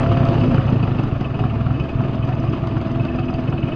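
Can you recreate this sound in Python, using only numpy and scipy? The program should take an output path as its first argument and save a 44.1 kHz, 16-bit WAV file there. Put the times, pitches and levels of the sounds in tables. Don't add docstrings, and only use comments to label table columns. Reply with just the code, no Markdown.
import sys
import numpy as np
from scipy import signal
from scipy.fft import rfft, irfft
from scipy.io import wavfile
from scipy.ndimage import uniform_filter1d

SR = 44100
rng = np.random.default_rng(int(sys.argv[2]) if len(sys.argv) > 2 else 0)


def materialize(psi):
    bounded = np.clip(np.atleast_2d(psi).T, -1, 1)
    quanta = np.round(bounded * 32767).astype(np.int16)
    wavfile.write(sys.argv[1], SR, quanta)


def elevation(decibels):
    levels = np.asarray(decibels, float)
    return 10 ** (levels / 20)


N = 165375

# start_s, level_db
FIRINGS = [(0.0697, -4), (0.1255, -2.5), (0.1778, -2), (0.2405, -9.7), (0.2935, 1), (0.3585, -2),
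           (0.4169, 0.5), (0.486, -0.5), (0.5496, -6.5), (0.691, -5), (0.769, -6), (0.8411, -1.5),
           (0.9977, -6.6), (1.1671, -12), (1.3579, -12), (1.4571, -7.5), (1.6688, -4.5), (1.8101, -5),
           (2.0019, -6), (2.0981, -9.5), (2.244, -7), (2.3415, -9), (2.4908, -5.5), (2.6315, -7),
           (2.7709, -6), (3.0093, -4.5), (3.1529, -9.5), (3.2983, -9), (3.492, -4.5), (3.6398, -4)]
# start_s, peak_db
REED_SNAPS = [(0.0318, -50), (0.173, -45), (0.2526, -40), (0.2877, -35.5), (0.3411, -43), (0.405, -38.5),
              (0.4377, -42), (0.544, -47), (0.7252, -43.5), (0.8275, -42), (0.988, -50), (1.2075, -47),
              (1.3443, -49.5), (1.3924, -54), (1.541, -53), (1.7973, -52), (1.8384, -48), (1.891, -45),
              (2.1322, -56), (2.2737, -49), (2.5296, -47), (2.671, -42), (2.813, -43), (3.0505, -40.5),
              (3.1939, -42), (3.287, -55), (3.3397, -41.5)]
# start_s, peak_db
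GAS_SPITS = [(0.0618, -18.5), (0.1161, -18), (0.167, -15), (0.2304, -19), (0.3301, -37), (0.4339, -30.5),
             (0.5122, -29), (0.5462, -32), (0.5806, -18), (0.6893, -29), (0.7297, -28), (0.8345, -23),
             (0.8759, -17), (0.9946, -31), (1.035, -27), (1.0829, -24.5), (1.2106, -25.5), (1.3902, -19.5),
             (1.4381, -16), (1.6062, -31), (1.6646, -18), (1.706, -22), (2.0058, -18), (2.0497, -27.5),
             (2.0787, -51), (2.146, -25), (2.2882, -18), (2.3221, -46), (2.4374, -22.5), (2.6374, -25),
             (2.7681, -20.5), (2.8125, -23), (2.9567, -24), (3.1482, -30.5), (3.1867, -20.5),
             (3.236, -32.5), (3.2979, -20.5), (3.3293, -23), (3.3842, -34), (3.5259, -17.5), (3.6386, -36),
             (3.6855, -30)]


def add(mix, s, sound):
    at = round(s * SR)
    part = mix[max(at, 0):][:len(sound) + min(at, 0)]
    part += sound[max(-at, 0):][:len(part)]


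def evened(x):
    return x / np.sqrt(np.mean(x ** 2) + 1e-20)


def ring(modes, seconds):
    t = np.arange(round(seconds * SR)) / SR
    return sum(elevation(db - 60 * t / t60) * np.sin(2 * np.pi * hz * t) for hz, db, t60 in modes)


def burst(modes, rise_s):
    detune, spread_db = 0.012, 2.5
    varied = []
    for hz, db, t60 in modes:
        pitch, force = rng.standard_normal(2)
        varied.append((hz * (1 + detune * pitch), db + spread_db * force, t60))
    sound = ring(varied, 0.06)
    rise = np.minimum(np.arange(len(sound)) / SR / rise_s, 1) ** 2
    sound = sound * rise
    return sound / abs(sound).max()


def load_db(t):
    # time_s, level_db
    load_curve = [(0, -20), (.15, -21.5), (.3, -21.5), (.45, -22.5), (.6, -22), (.8, -25), (1.0, -24),
                  (1.3, -28), (1.43, -27), (1.55, -28), (1.9, -26.5), (2.2, -27), (2.5, -25.5),
                  (2.75, -27.5), (3.0, -26.5), (3.3, -30), (3.47, -26.5), (3.75, -26)]
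    time_s, level_db = np.transpose(load_curve)
    return np.interp(t, time_s, level_db)


def crank():
    turns_between = [2, 2, 2, 2, 2, 2, 2, 2, 4, 2, 2, 4, 4, 4, 2, 4, 3, 4, 2, 3, 2, 3, 3, 3, 5, 3, 3, 4, 3]
    first_turn_s, last_turn_s = 0.03, 0.049
    s = np.array(FIRINGS)[:, 0]
    turn = np.cumsum([0] + turns_between)
    all_turns = np.r_[-4, turn, turn[-1] + 4]
    all_times = np.r_[s[0] - 4 * first_turn_s, s, s[-1] + 4 * last_turn_s]
    return all_turns, all_times


def exhaust():
    # pitch_hz, level_db, t60_s
    pipe_modes = [(71.3, -24, 1), (110.5, -1, 0.3), (132.5, 0, 0.26), (161, -14, 0.3), (203.3, -25, 0.1),
                  (250.7, -10, .4), (308, -19.5, 0.053), (338, -15, .25), (408, -21, .12),
                  (541.5, -14, 0.28), (717, -19, .25), (800, -14.5, .1)]
    # pitch_hz, level_db, t60_s
    blast_modes = [
        (155.4, 0, 0.077),
        (45, -9, 0.1),
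        (290, -11, .03),
    ]
    # start_s, level_db
    half_firings = [(0.0061, -6.5), (0.0377, -8), (0.0943, -3), (0.1423, -10), (0.2052, -1), (0.263, -12),
                    (0.3226, -15.5), (0.3857, -3), (0.4485, -23), (0.5146, -3), (0.5823, -1.5),
                    (0.6157, -8.5), (0.6557, -4.5), (0.7261, -3), (0.8018, -8.5), (0.8775, -4.5),
                    (0.9153, -9.5), (0.9561, -6), (1.0368, -9), (1.075, -30), (1.123, -5.5), (1.212, -8.5),
                    (1.2634, -13.5), (1.3096, -11.5), (1.4084, -5), (1.5085, -10), (1.564, -8),
                    (1.6103, -9), (1.7091, -7), (1.761, -19.2), (1.8562, -16.5), (1.9037, -22),
                    (1.9517, -5.5), (2.0486, -9), (2.1472, -15.5), (2.194, -8.5), (2.292, -8.5),
                    (2.3868, -6.5), (2.441, -9.5), (2.5345, -26), (2.5824, -12), (2.6728, -16.5),
                    (2.721, -8.5), (2.815, -13.5), (2.8612, -12.5), (2.9064, -14.0), (2.9589, -9),
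                    (3.055, -13), (3.105, -14), (3.1983, -6), (3.242, -27.5), (3.3441, -9), (3.3958, -18),
                    (3.4428, -12), (3.538, -7), (3.589, -17.5), (3.6855, -17.5), (3.733, -14.5)]
    pop_lead_s, pop_soft_s, puff_s = 0.0025, 0.0012, 0.0039
    pipe = ring(pipe_modes, 0.5)
    blast = ring(blast_modes, 0.5) + elevation(-2) * pipe
    pop = -np.convolve(blast, np.hanning(round(2 * pop_soft_s * SR) + 3))
    puff = -np.convolve(pipe, np.hanning(round(puff_s * SR) + 3))
    out = np.zeros(N)
    for s, db in FIRINGS:
        add(out, s - pop_lead_s - pop_soft_s, elevation(db) * pop / abs(pop).max())
    for s, db in half_firings:
        add(out, s, elevation(db) * puff / abs(puff).max())
    hz = np.fft.rfftfreq(N, 1 / SR)
    node_hz, node_width_hz, node_depth = 88, 14, 0.8
    node = 1 - node_depth / (1 + (2 * (hz - node_hz) / node_width_hz) ** 2)
    bass = (hz / 52) ** 2
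    return irfft(rfft(out) * node * bass / (1 + bass), N)


def clatter(body, angle, scatter, db, spread_db, rise_s):
    turn, s = crank()
    out = np.zeros(N)
    for k in np.arange(turn[0], turn[-1]):
        late, force = rng.standard_normal(2)
        at = np.interp(k + angle + scatter * late, turn, s)
        level_db = db + load_db(at) + spread_db * force
        add(out, at, elevation(level_db) * burst(body, rise_s))
    return out


def knocks(events, body, db, rise_s):
    out = np.zeros(N)
    for s, peak_db in events:
        add(out, s - rise_s / 2, elevation(peak_db + db) * burst(body, rise_s))
    return out


def piston_slaps():
    # pitch_hz, level_db, t60_s
    slap_body = [
        (1300, -15, 0.14),
        (2252, -2.5, 0.026),
        (2545, -4.5, 0.075),
        (2620, 2, 0.044),
        (2940, -11, 0.015),
        (2930, -2, 0.044),
        (3036, -8.5, 0.058),
        (8450, -34, 0.03),
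    ]
    # start_s, peak_db
    big_slaps = [(0.064, -34), (0.1394, -37.5), (0.171, -29.5), (0.282, -35), (0.376, -34), (0.411, -28),
                 (0.466, -32), (0.5053, -37), (0.678, -28.5), (0.829, -26), (0.942, -40), (0.9822, -27.5),
                 (1.1084, -33.5), (1.2445, -26), (1.3434, -30), (1.3958, -31), (1.74, -30.5),
                 (1.7975, -22.5), (1.889, -28.5), (2.226, -27), (2.3252, -30), (2.5333, -33.5),
                 (2.9984, -25.5), (3.0826, -26.5), (3.1812, -29), (3.2272, -29.5), (3.2825, -27),
                 (3.3434, -28), (3.476, -29), (3.5223, -28.5), (3.578, -25.5), (3.6274, -25), (3.673, -33),
                 (3.718, -25)]
    every_turn = clatter(slap_body, angle=0.72, scatter=0.035, db=-11, spread_db=2.5, rise_s=0.0015)
    return every_turn + knocks(big_slaps, slap_body, db=-2, rise_s=0.007)


def reed_valve():
    # pitch_hz, level_db, t60_s
    reed_body = [
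        (1290, 4.5, 0.039),
        (3100, -1.5, .02),
        (4350, -4.5, 0.016),
        (6100, -19.5, 0.032),
        (8000, -25, .02),
    ]
    # pitch_hz, level_db, t60_s
    snap_body = [
        (3150, 2, .02),
        (3750, -1, .014),
        (4600, 0, .022),
        (5200, -7, .012),
        (6350, -12, .018),
        (7200, -20, .012),
        (8000, -23, .015),
    ]
    every_turn = clatter(reed_body, angle=0.93, scatter=0.015, db=-25, spread_db=2.5, rise_s=0.0012)
    return every_turn + knocks(REED_SNAPS, snap_body, db=6.5, rise_s=0.0012)


def ring_ticks():
    # pitch_hz, level_db, t60_s
    rings_body = [
        (4950, 0, .018),
        (6080, -7, .016),
    ]
    # start_s, peak_db
    big_ticks = [(1.034, -44), (1.2087, -45), (1.3912, -46), (1.7973, -45), (2.1535, -46), (2.2508, -47),
                 (2.3501, -49), (2.3994, -44), (2.4972, -45), (2.6718, -47), (2.7786, -48), (2.8704, -48),
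                 (2.9163, -47), (3.1592, -44), (3.2555, -47), (3.3049, -44), (3.4002, -48), (3.4999, -48)]
    every_turn = clatter(rings_body, angle=0.19, scatter=0.01, db=-29, spread_db=2.5, rise_s=0.0059)
    return every_turn + knocks(big_ticks, rings_body, db=1, rise_s=0.0027)


def gas_spits():
    # pitch_hz, level_db, t60_s
    spit_body = [
        (736, -5, 0.15),
        (999, 1.5, 0.022),
        (1327, 6, 0.02),
        (1530, -5, 0.022),
        (1867, -13, 0.027),
    ]
    return knocks(GAS_SPITS, spit_body, db=-2, rise_s=0.002)


def drones():
    # start_s, length_s, pitch_hz, level_db
    sung_notes = [
        (.9, 2.95, 72, -32),
        (-.1, .85, 535, -34),
        (-.1, .46, 682, -28),
        (.4, .17, 254, -18),
        (1.36, .11, 410, -33),
        (1.0, 2.8, 664, -38),
        (1.1, 1.7, 249, -35),
        (2.85, .7, 250, -28),
        (2.2, 1.6, 335, -33),
    ]
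    width_hz = 4
    out = np.zeros(N)
    for start, length, hz, db in sung_notes:
        t = np.arange(round(length * SR)) / SR
        wander = np.cumsum(rng.standard_normal(N))[:len(t)]
        drift = uniform_filter1d(wander, size=400) * np.sqrt(2 * np.pi * width_hz / SR)
        swell = np.minimum(3 * np.sin(np.pi * t / length), 1)
        add(out, start, elevation(db + 2) * swell * np.sin(2 * np.pi * hz * t + drift))
    return out


def roar():
    # pitch_hz, level_db (per Hz)
    roar_colour = [
        (200, -4.5),
        (343, -16),
        (484, -24),
        (1250, -32),
        (2070, -41.5),
        (3500, -46.5),
        (6500, -66),
        (8600, -78.5),
    ]
    # pitch_hz, width_hz, lift_db
    casing_modes = [(246, 2.2, -3), (342.5, 25, 2.5), (657.6, 60, 9), (1198, 248, 6.5), (1765, 29, 7),
                    (2490, 290, 5.5), (2853, 420, 7), (4740, 490, 4.5), (5560, 270, -3.5), (6030, 360, 1.5),
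                    (8300, 580, 2.5)]
    a, b, patches = rng.standard_normal((N // 256 + 5, 513, 3)).T
    patches = evened(uniform_filter1d(uniform_filter1d(patches, 8, 0), 8, 1))
    spectrum = (a + 1j * b) * elevation(1.5 * patches)
    noise = signal.istft(spectrum, nperseg=1024, noverlap=768)[1][:N]

    hz = np.fft.rfftfreq(N, 1 / SR)
    pitch_hz, level_db = np.transpose(roar_colour)
    colour = elevation(np.interp(np.log(hz + 1), np.log(pitch_hz), level_db))
    colour /= 1 + (200 / (hz + 1)) ** 6
    lift = 1
    for mode_hz, width_hz, lift_db in casing_modes:
        lift = lift + (elevation(lift_db) - 1) / (1 + (2 * (hz - mode_hz) / width_hz) ** 2)
    colour *= lift

    turn, s = crank()
    t = np.arange(N) / SR
    angle = np.interp(t, s, turn)
    rush_at, spit_at, spit_turns = 0.83, 0.9, 0.15
    every = np.arange(turn[0] - 1, turn[-1] + 1)
    uneven_db = np.interp(angle - rush_at, every, rng.standard_normal(len(every)))
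    swell_db = np.cos(2 * np.pi * (angle - rush_at)) + uneven_db
    swell_db += 3 * np.exp(-((angle - spit_at) % 1) / spit_turns)
    for at, _ in REED_SNAPS + GAS_SPITS:
        add(swell_db, at, 3.5 * np.exp(-t[:2000] / 0.012))
    swell_db = uniform_filter1d(uniform_filter1d(swell_db, size=90), size=90)
    return elevation(-1.5 + load_db(t) + swell_db) * evened(irfft(rfft(noise) * colour, N))


def rumble():
    hz = np.fft.rfftfreq(N, 1 / SR)
    colour = hz / (hz + 12) / (1 + (hz / 38) ** 6)
    low = irfft(rfft(rng.standard_normal(N)) * colour, N)
    near_db = load_db(np.arange(N) / SR)
    return elevation(-38 + near_db - near_db.mean()) * evened(low)


def garage(x):
    t = np.arange(SR // 2) / SR
    first_echo_s, t60_s = 0.006, 0.3
    tail = rng.standard_normal(len(t)) * (t > first_echo_s) * elevation(-60 * t / t60_s)
    return signal.fftconvolve(x, tail / np.linalg.norm(tail))[:N]


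def scene():
    metal = piston_slaps() + reed_valve() + ring_ticks() + gas_spits()
    engine = exhaust() + drones() + roar() + rumble()
    return (engine + metal + elevation(-9) * garage(metal))[None]


def band_limit(x):
    return signal.sosfilt(signal.butter(12, 10380, fs=SR, output="sos"), x)


def record(dry):
    limit, edge_hz, offset, hiss_db = 0.51, 8700, 0.003, -92
    flattened = dry / (1 + (abs(dry) / limit) ** 6) ** (1 / 6)
    low_pass = signal.firwin(401, edge_hz, window=("kaiser", 2.5), fs=SR)
    narrow = signal.oaconvolve(flattened, low_pass[None], "same")
    hiss = elevation(hiss_db) * rng.standard_normal(dry.shape)
    return band_limit(narrow + offset + hiss)


dry = scene()
out = record(dry)
materialize(out)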